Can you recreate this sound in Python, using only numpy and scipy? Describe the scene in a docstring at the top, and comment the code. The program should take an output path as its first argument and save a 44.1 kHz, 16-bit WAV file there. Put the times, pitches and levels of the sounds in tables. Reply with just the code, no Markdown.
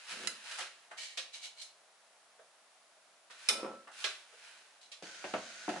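"""A utensil clinks on a steel bowl and a boiled potato tumbles into a glass bowl at a kitchen counter.
The clink is a noise crack plus decaying modes; the potato thuds softly while the glass rings.
Around them things slide and scrape (swarms of tiny slips) or are slapped down (damped noise bursts).
Near the end a tap runs and something knocks dully in the sink. A small hard room answers."""
import sys
import numpy as np
from scipy import signal
from scipy.io import wavfile

SR = 44100
rng = np.random.default_rng(int(sys.argv[2]) if len(sys.argv) > 2 else 0)


def generate_wav(sig):
    """Save sig (samples, or channels by samples) to the path in sys.argv[1] as 16-bit PCM at SR."""
    pcm = np.round(np.clip(np.atleast_2d(sig).T, -1, 1) * 32767).astype(np.int16)
    wavfile.write(sys.argv[1], SR, pcm)


N = 255780
TIME = np.arange(N) / SR
HZ = np.fft.rfftfreq(4096, 1 / SR)
# Stereo width of a diffuse field. 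Each row: frequency in Hz, side minus mid in dB.
SPREAD = [(60, -16), (180, -21), (350, -17), (700, -12), (1400, -6), (2800, -1.8), (10000, -1.3)]


def amp(db):
    """Decibels to gain."""
    return 10 ** (np.asarray(db) / 20)


def unit(x):
    """Scale to an rms of 1."""
    return x / np.sqrt(np.mean(x ** 2) + 1e-30)


def read(points, hz=HZ):
    """Interpolate a table on a log-frequency axis."""
    points_hz, values = np.transpose(points)
    return np.interp(np.log(hz + 1), np.log(points_hz + 1), values)


def level(curve):
    """Gain over time from a dB curve: silent before it, held after it."""
    return amp(np.interp(TIME, *np.transpose(curve), left=-140))


def add(mix, start_s, sound):
    """Mix a sound in at start_s."""
    part = mix[:, round(start_s * SR):][:, :sound.shape[-1]]
    part += sound[..., :part.shape[1]]


def pan(left_minus_right_db):
    """Left and right gains."""
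    return amp([[left_minus_right_db / 2], [-left_minus_right_db / 2]])


def humps(peaks):
    """Resonances as dB humps on a spectrum."""
    return sum(db / (1 + (2 * (HZ - hz) / width_hz) ** 2) for hz, width_hz, db in peaks)


def tone(bass_db, treble_db, bass_hz=700, treble_hz=3000):
    """Shelves in dB: heavy contacts add bass, hard ones treble."""
    return bass_db / (1 + (HZ / bass_hz) ** 3) + treble_db / (1 + (treble_hz / (HZ + 1)) ** 3)


def colour(x, shape_db):
    """Minimum-phase filter: resonances ring after a blow, never before."""
    log_gain = np.log(amp(np.maximum(shape_db, np.max(shape_db) - 83)))
    mirrored = np.concatenate([log_gain, log_gain[-2:0:-1]])
    taps = np.fft.ifft(np.exp(np.conj(signal.hilbert(mirrored)))).real
    return signal.fftconvolve(x, taps)[:len(x)]


def stereo(pair):
    """Two unrelated signals to left and right: alike in the bass, apart in the treble."""
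    side_db = read(SPREAD)
    total_db = 10 * np.log10(1 + amp(side_db) ** 2)
    mid, side = colour(pair[0], -total_db), colour(pair[1], side_db - total_db)
    return np.array([mid + side, mid - side])


def body(pair, shape_db):
    """Two excitations, spread in stereo and heard through one spectrum."""
    return np.array([colour(channel, shape_db) for channel in stereo(pair)])


def noise(shape_db):
    """Dense random vibration."""
    return unit(body(rng.standard_normal((2, N)), shape_db))


def grains(shape_db, per_s, size, spread_db=0):
    """Tiny random slips or splashes; spread_db makes them more uneven."""
    gains = amp(spread_db * np.minimum(rng.exponential(1, size), 4))
    fires = rng.random(size) < per_s / SR
    return unit(body(gains * fires * rng.standard_normal((2, size)), shape_db))


def blow(shape_db, t60_s, rise_s):
    """Many close, heavily damped modes struck at once."""
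    t = TIME[:SR]
    envelope = amp(-60 * t / t60_s) * (1 - np.exp(-t / rise_s))
    burst = envelope * stereo(rng.standard_normal((2, SR)))
    coloured = np.array([colour(channel, shape_db) for channel in burst])
    return coloured / np.sqrt(np.mean(amp(shape_db) ** 2))


def hits(rows, body_db, t60_s, rise_s):
    """Blows without a clear ring, each coloured by its weight and hardness."""
    out = np.zeros((2, N))
    for start_s, db, bass_db, treble_db in rows:
        add(out, start_s, amp(db) * blow(body_db + tone(bass_db, treble_db), t60_s, rise_s))
    return out


def ring(modes, max_t60_s, rise_s=0.0014):
    """Free modes; higher ones differ more in phase between left and right."""
    t, out = TIME[:SR], 0
    for hz, db, t60_s in modes:
        skew_rad = np.arctan(amp(read(SPREAD, hz))) * rng.choice([-1, 1]) * np.array([[1], [-1]])
        decay = amp(db - 60 * t / min(t60_s, max_t60_s))
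        out = out + decay * np.sin(2 * np.pi * (hz * t + rng.random()) + skew_rad)
    return out * (1 - np.exp(-t / rise_s))


def stroke(length_s, attack_s, release_s, swell_db=0):
    """Hand speed: sets off, holds or swells until length_s, dies away."""
    t = TIME[:SR]
    attack = 1 - np.exp(-(t / attack_s) ** 2)
    swell = amp(-swell_db * np.maximum(1 - t / length_s, 0))
    return attack * swell * np.exp(-np.maximum(t - length_s, 0) / release_s)


def slides():
    """Friction on the counter: a drag in two pushes, later short slides that gather speed."""
    # Friction spectrum. Each row: frequency in Hz, level in dB.
    rub = [(47, -77), (80, -27), (224, -35), (461, -17), (566, -13), (891, -10), (1520, -3), (1650, -3.5),
           (2160, -5), (2600, -1.5), (3470, -7), (3850, -6), (8420, -14.5), (11000, -16.5), (14300, -75),
           (22000, -120)]
    # Drag envelope. Each row: time in seconds, level in dB.
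    drag = [(0, -55), (0.06, -55.5), (0.115, -41), (0.155, -49), (0.255, -47.5), (0.345, -57.5),
            (0.43, -54.5), (0.46, -48.5), (0.525, -44.5), (0.57, -47), (0.625, -49), (0.73, -64),
            (0.87, -68.5)]
    # Short slides. Each row: start and length in seconds, end level and treble in dB.
    strokes = [(3.299, 0.17, -52, 2.5), (3.919, 0.11, -47, 5.5), (4.257, 0.2, -56, 2)]
    # Their resonances. Each row: centre and width in Hz, gain in dB.
    peaks = [(1560, 90, 3.5), (2380, 80, 2.5)]
    out = level(drag) * grains(read(rub) + tone(-2.5, 1.0), per_s=6000, size=N)
    out *= np.exp(-np.maximum(TIME - drag[-1][0], 0) / 0.066)
    for start_s, length_s, db, treble_db in strokes:
        slips = grains(read(rub) + humps(peaks) + tone(-1.5, treble_db), per_s=6000, size=SR)
        speed = stroke(length_s, attack_s=0.011, release_s=0.96 * length_s, swell_db=11.5)
        add(out, start_s, amp(db) * speed * slips)
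    return out


def counter_rumble():
    """The counter vibrates under the heavy drag."""
    # Envelope. Each row: time in seconds, level in dB.
    envelope = [(0.06, -97), (0.13, -58), (0.19, -59), (0.24, -54), (0.3, -62), (0.34, -85), (0.42, -130)]
    # Counter spectrum. Each row: frequency in Hz, level in dB.
    spectrum = [(25, -5), (60, -9), (120, -17), (215, 3), (360, 2.5), (600, 2.5), (2000, -35)]
    return level(envelope) * noise(read(spectrum))


def utensil_tick():
    """A light, hard contact: a crack, then the utensil's modes."""
    # Crack spectrum. Each row: frequency in Hz, level in dB.
    spectrum = [(100, -34), (250, -10), (800, -16), (1500, -9), (3500, 0), (7500, -1.5), (11000, 0.5)]
    # Its resonances. Each row: centre and width in Hz, gain in dB.
    peaks = [(1390, 470, 14.4), (4040, 400, 3.8), (6700, 280, 11)]
    # Short and long modes. Each row: frequency in Hz, level in dB, uncapped t60 in seconds.
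    ping_modes = [(2044, -15, 0.087), (2920, -7, 0.034), (4000, 5.5, 0.011), (5020, -9, 0.063)]
    ring_modes = [(2550, -3, 0.33), (2700, 2, 0.083), (4000, -7, 0.16), (4800, -7, 0.4), (5572, -18, 0.18),
                  (5500, -5, 0.12), (6900, -27, 0.34), (8791, -21, 0.52)]
    crack = amp(-22.5) * blow(read(spectrum) + humps(peaks), t60_s=0.033, rise_s=0.0002)
    ping = amp(-23) * ring(ping_modes, max_t60_s=0.1)
    ringing = amp(-51) * ring(ring_modes, max_t60_s=0.26)
    out = np.zeros((2, N))
    add(out, 0.2724, pan(-4.8) * (crack + ping + ringing))
    return out


def pats():
    """Soft, mid-pitched blows."""
    # Each row: start in seconds, then level, bass and treble in dB.
    events = [(0.584, -36, 0.5, 7), (0.91, -45, 4, -6), (3.298, -51.5, 2, -4), (3.871, -48, 11.5, -10),
              (3.914, -56, 1, 10)]
    # Pat spectrum. Each row: frequency in Hz, level in dB.
    spectrum = [(88, -50), (150, -40), (425, -23.5), (756, -8.5), (955, -12), (1320, -5), (2070, -7.5),
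                (2260, -15), (2910, -10.5), (3550, -19), (9700, -22), (11000, -48), (14300, -76),
                (22000, -120)]
    return hits(events, read(spectrum), t60_s=0.19, rise_s=0.0025)


def slaps():
    """Things slapped down: short, bright blows."""
    # Each row: start in seconds, then level, bass and treble in dB.
    events = [(0.603, -36, 3.5, -1.5), (1.172, -30, 2, 3), (1.614, -41.5, -1, 30), (3.305, -47.5, -5, 5),
              (4.04, -24, -1.5, -5), (4.916, -41, -12, 5.5)]
    # Slap spectrum. Each row: frequency in Hz, level in dB.
    spectrum = [(59, -66), (100, -39), (224, -39), (359, -9.5), (502, -11), (564, -4), (979, -27.5),
                (1120, -19), (2150, -6), (2520, 0), (3520, 1.5), (5010, -8.5), (5530, -8.5), (11000, -22),
                (14300, -66), (22000, -120)]
    # Its resonances. Each row: centre and width in Hz, gain in dB.
    peaks = [(376, 90, -7), (1100, 260, 11.5), (2560, 110, -2), (2930, 240, -7), (3530, 470, -4)]
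    return hits(events, read(spectrum) + humps(peaks), t60_s=0.11, rise_s=0.0046)


def scrapes(ring_width_hz=190, ring_db=11):
    """Each scrape touches another spot and favours another resonance; longer holds fade more slowly."""
    # Each row: start, attack and length in seconds, level and treble in dB, ring in Hz.
    events = [(0.965, 0.012, 0.065, -44.5, 1.5, 1870), (1.316, 0.023, 0.036, -44.5, 0, 3900),
              (1.394, 0.051, 0.055, -39.5, 2.5, 3870), (1.548, 0.057, 0.066, -45.5, 2, 4150),
              (4.81, 0.0049, 0.021, -58, 5.5, 3950)]
    # Scrape spectrum. Each row: frequency in Hz, level in dB.
    spectrum = [(100, -46), (250, -47), (500, -9), (1300, -6.5), (2200, -1), (4000, 5.5), (7000, 0),
                (11000, -7)]
    # Common resonances. Each row: centre and width in Hz, gain in dB.
    peaks = [(614, 160, 3.6), (1460, 400, 0.5), (1840, 180, 2), (2268, 230, 12), (2960, 250, 9),
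             (3280, 150, 3), (4330, 410, 4.5), (5170, 300, 0), (6370, 150, 6.5), (7460, 400, 4)]
    out = np.zeros((2, N))
    for start_s, attack_s, length_s, db, treble_db, ring_hz in events:
        resonances_db = humps(peaks + [(ring_hz, ring_width_hz, ring_db)])
        slips = grains(read(spectrum) + resonances_db + tone(-2.1, treble_db), per_s=5000, size=SR)
        release_s = 0.015 + max(length_s - attack_s, 0)
        add(out, start_s, amp(db) * stroke(length_s, attack_s, release_s) * slips)
    return out


def hollow_bumps(ring_width_hz=70, ring_db=9):
    """Light bumps on something hollow, each with one short note."""
    # Each row: start in seconds, level in dB, ring in Hz.
    events = [(2.392, -51.5, 650), (2.965, -62.5, 650), (4.326, -54.5, 480)]
    # Hollow body. Each row: frequency in Hz, level in dB.
    spectrum = [(40, -75), (100, -44), (300, -30), (450, -7), (650, -4), (900, -18), (1500, -11),
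                (3000, -31), (11000, -49)]
    out = np.zeros((2, N))
    for start_s, db, ring_hz in events:
        body_db = read(spectrum) + humps([(ring_hz, ring_width_hz, ring_db)])
        add(out, start_s, amp(db) * blow(body_db, t60_s=0.11, rise_s=0.00085))
    return out


def steel_bowl():
    """The utensil strikes the rim: a crack, a short clank, then the ring."""
    # Crack spectrum. Each row: frequency in Hz, level in dB.
    spectrum = [(100, -59), (250, -22), (800, -23), (1400, -5.5), (2500, -5.5), (5000, -0.5), (7500, -7),
                (11000, -4)]
    # Its resonances. Each row: centre and width in Hz, gain in dB.
    peaks = [(1290, 260, 10), (2090, 130, 10), (2436, 170, 11), (2930, 190, 4.5), (3830, 520, 8.5),
             (5570, 97, -6), (8720, 350, 8.5)]
    # Short and long modes. Each row: frequency in Hz, level in dB, uncapped t60 in seconds.
    clank_modes = [(497, -23, 0.11), (2453, 0.5, 0.032), (2980, -9.5, 0.064), (3670, -5, 0.024),
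                   (5324, 4, 0.031), (6270, -6, 0.032), (8760, -16, 0.046), (10470, -24, 0.039)]
    ring_modes = [(2150, -25, 0.61), (2406, -10, 0.24), (2490, -20, 0.36), (2540, -33, 0.34),
                  (2800, -26, 0.25), (3030, -10, 0.062), (3320, -26, 0.26), (3570, -5, 0.14),
                  (3630, -27, 5.0), (4570, -26, 0.26), (4570, -24, 0.2), (5230, -34, 0.55),
                  (5850, -29, 0.34), (6126, -30, 0.29), (6800, -35, 0.39), (6670, -17, 0.081),
                  (8100, -20, 0.29), (8694, -16, 0.52), (9000, -27, 0.44), (9442, -24, 0.17),
                  (10250, -29, 0.2), (10350, -19, 0.18), (10700, -12, 0.21), (10350, -10, 0.23)]
    crack = amp(-16.5) * blow(read(spectrum) + humps(peaks), t60_s=0.066, rise_s=0.00097)
    clank = amp(-18) * ring(clank_modes, max_t60_s=0.14)
    ringing = amp(-29.5) * ring(ring_modes, max_t60_s=0.42)
    out = np.zeros((2, N))
    add(out, 3.487, pan(-1.9) * (crack + clank + ringing))
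    return out


def glass_bowl(start_s=3.49, rise_s=0.053, damped_at_s=3.805, damping_db_per_s=306.5):
    """The bowl's modes build up under the rolling potato and are then damped."""
    # Glass modes. Each row: frequency in Hz, level in dB, uncapped t60 in seconds.
    modes = [(216, -21, 0.32), (437, -9, 0.28), (555, -6, 1.3), (687, -11, .3), (975, -14, 0.22),
             (1055, -13, 0.4), (1328.5, -2, 2.2), (1809, -32, 0.36)]
    build_up = 1 - np.exp(-TIME[:SR] / rise_s)
    out = np.zeros((2, N))
    add(out, start_s, amp(-39.5) * build_up * ring(modes, max_t60_s=1.4))
    return out * amp(-damping_db_per_s * np.maximum(TIME - damped_at_s, 0))


def potato(tumble_at_s=3.628, gap_s=0.017, fade_db_per_bump=3, dulling_db_per_bump=3):
    """Soft thuds on the glass: two light touches, then a tumble that grows weaker and duller."""
    # Thud spectrum. Each row: frequency in Hz, level in dB.
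    spectrum = [(35, -71), (60, -27), (171, -13.5), (227, 0.5), (264, -4.5), (343, -0.5), (531, 3.5),
                (896, -6), (1360, -8), (1550, -14), (4120, -31), (5240, -36), (11000, -52), (14300, -58),
                (22000, -120)]
    # Each row: start in seconds, level in dB, t60 in seconds.
    touches = [(3.504, -44.5, 0.46), (3.587, -47, 0.22)]
    out = np.zeros((2, N))
    for start_s, db, t60_s in touches:
        add(out, start_s, amp(db) * blow(read(spectrum) + tone(-2.2, 3), t60_s, rise_s=0.0011))
    for k in range(8):
        body_db = read(spectrum) + tone(0, 5 - dulling_db_per_bump * k)
        db = -32 - fade_db_per_bump * abs(k - 1)  # second bump heaviest
        add(out, tumble_at_s + k * gap_s, amp(db) * blow(body_db, t60_s=0.066, rise_s=0.00093))
    return out


def tap_water():
    """A fine stream splashes into the resonant sink."""
    # Flow. Each row: time in seconds, level in dB.
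    flow = [(5.019, -95), (5.025, -51), (5.1, -52), (5.2, -52), (5.4, -51.5), (5.6, -52), (5.8, -50.5)]
    # Splash spectrum. Each row: frequency in Hz, level in dB.
    spectrum = [(60, -19), (130, -25), (260, -18), (380, -17.5), (560, -11.5), (800, -17), (1150, -11.5),
                (1500, -6.5), (2000, -5), (3500, -6), (6400, -8), (11000, -21)]
    # Sink resonances. Each row: centre and width in Hz, gain in dB.
    peaks = [(694, 160, 7.4), (1480, 280, 7.6), (2420, 220, 2.9), (3660, 160, 1.1), (4500, 210, 4),
             (6420, 270, 4)]
    return level(flow) * grains(read(spectrum) + humps(peaks), per_s=9000, size=N, spread_db=1.0)


def sink_knocks():
    """The tap's valve thumps as it opens; then something bumps dully in the sink."""
    # Each row: start in seconds, then level, bass and treble in dB.
    events = [(5.023, -46, 9, 8), (5.241, -35, -5, -1), (5.3375, -27.5, -5, -7.5), (5.679, -30.5, -2, -32),
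              (5.69, -32, 6.5, 14.5), (5.738, -44, -11, -10), (5.76, -36.5, -2.5, -14)]
    # Knock spectrum. Each row: frequency in Hz, level in dB.
    spectrum = [(50, -42), (90, -25.5), (150, -10.5), (300, -5), (560, -6.5), (1000, -8), (1500, -10.5),
                (3000, -16), (3800, -22.5), (6400, -32), (11000, -38.5)]
    # Its resonances. Each row: centre and width in Hz, gain in dB.
    peaks = [(327, 56, 8.9), (580, 96, 7.9), (738, 230, 8.5), (1480, 160, 2.1), (2560, 370, 4.3)]
    return hits(events, read(spectrum) + humps(peaks), t60_s=0.12, rise_s=0.00034)


def kitchen(x, onset_s=0.0031):
    """Diffuse reflections of the left channel, each band dying at its own rate."""
    # Reverberation. Each row: frequency in Hz, t60 in seconds.
    decay_times = [(150, 0.5), (530, 0.34), (1400, 0.36), (3700, 0.35), (10000, 0.29)]
    hz, t, bands = signal.stft(stereo(rng.standard_normal((2, SR // 2))), SR, nperseg=256)
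    decay = amp(-60 * t / read(decay_times, hz)[:, None])
    _, tail = signal.istft(bands * decay, SR, nperseg=256)
    tail *= 1 - np.exp(-(TIME[:tail.shape[1]] / onset_s) ** 2)
    tail /= np.linalg.norm(tail[0])
    return pan(-1.3) * signal.fftconvolve(x[:1], tail, axes=1)[:, :N]


def room_air():
    """Faint, steady background noise."""
    # Each row: frequency in Hz, level in dB.
    spectrum = [(30, -55), (80, -38), (130, -23), (200, -18), (320, -14), (480, -8), (660, 1), (780, -3),
                (1000, -4), (1400, -4.5), (2000, -7), (4000, -9), (7000, -11.5), (11000, -13)]
    return amp(-63.5) * noise(read(spectrum))


def scene():
    """Near sounds are fairly dry; farther ones carry more of the room."""
    metal = utensil_tick() + steel_bowl()
    thuds = potato()
    knocks = pan(-0.8) * (sink_knocks() + pats() + hollow_bumps())
    slapped = pan(-2.5) * slaps()
    sustained = pan(-0.8) * (slides() + scrapes() + tap_water()) + counter_rumble()
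    sends_db = [(metal, -4.5), (thuds, -6.5), (knocks, -5.5), (slapped, -1), (sustained, -3)]
    room = kitchen(sum(amp(db) * sound for sound, db in sends_db))
    return metal + thuds + knocks + slapped + sustained + room + room_air() + glass_bowl()


def record(dry, low_cut_hz=85, high_cut_hz=11150):
    """The microphone sheds deep bass and top treble."""
    high_pass = signal.butter(4, low_cut_hz, "high", fs=SR, output="sos")
    low_pass = signal.firwin(401, high_cut_hz, window=("kaiser", 8), fs=SR)
    return signal.oaconvolve(signal.sosfilt(high_pass, dry), low_pass[None], "same")


dry = scene()
out = record(dry)
generate_wav(out)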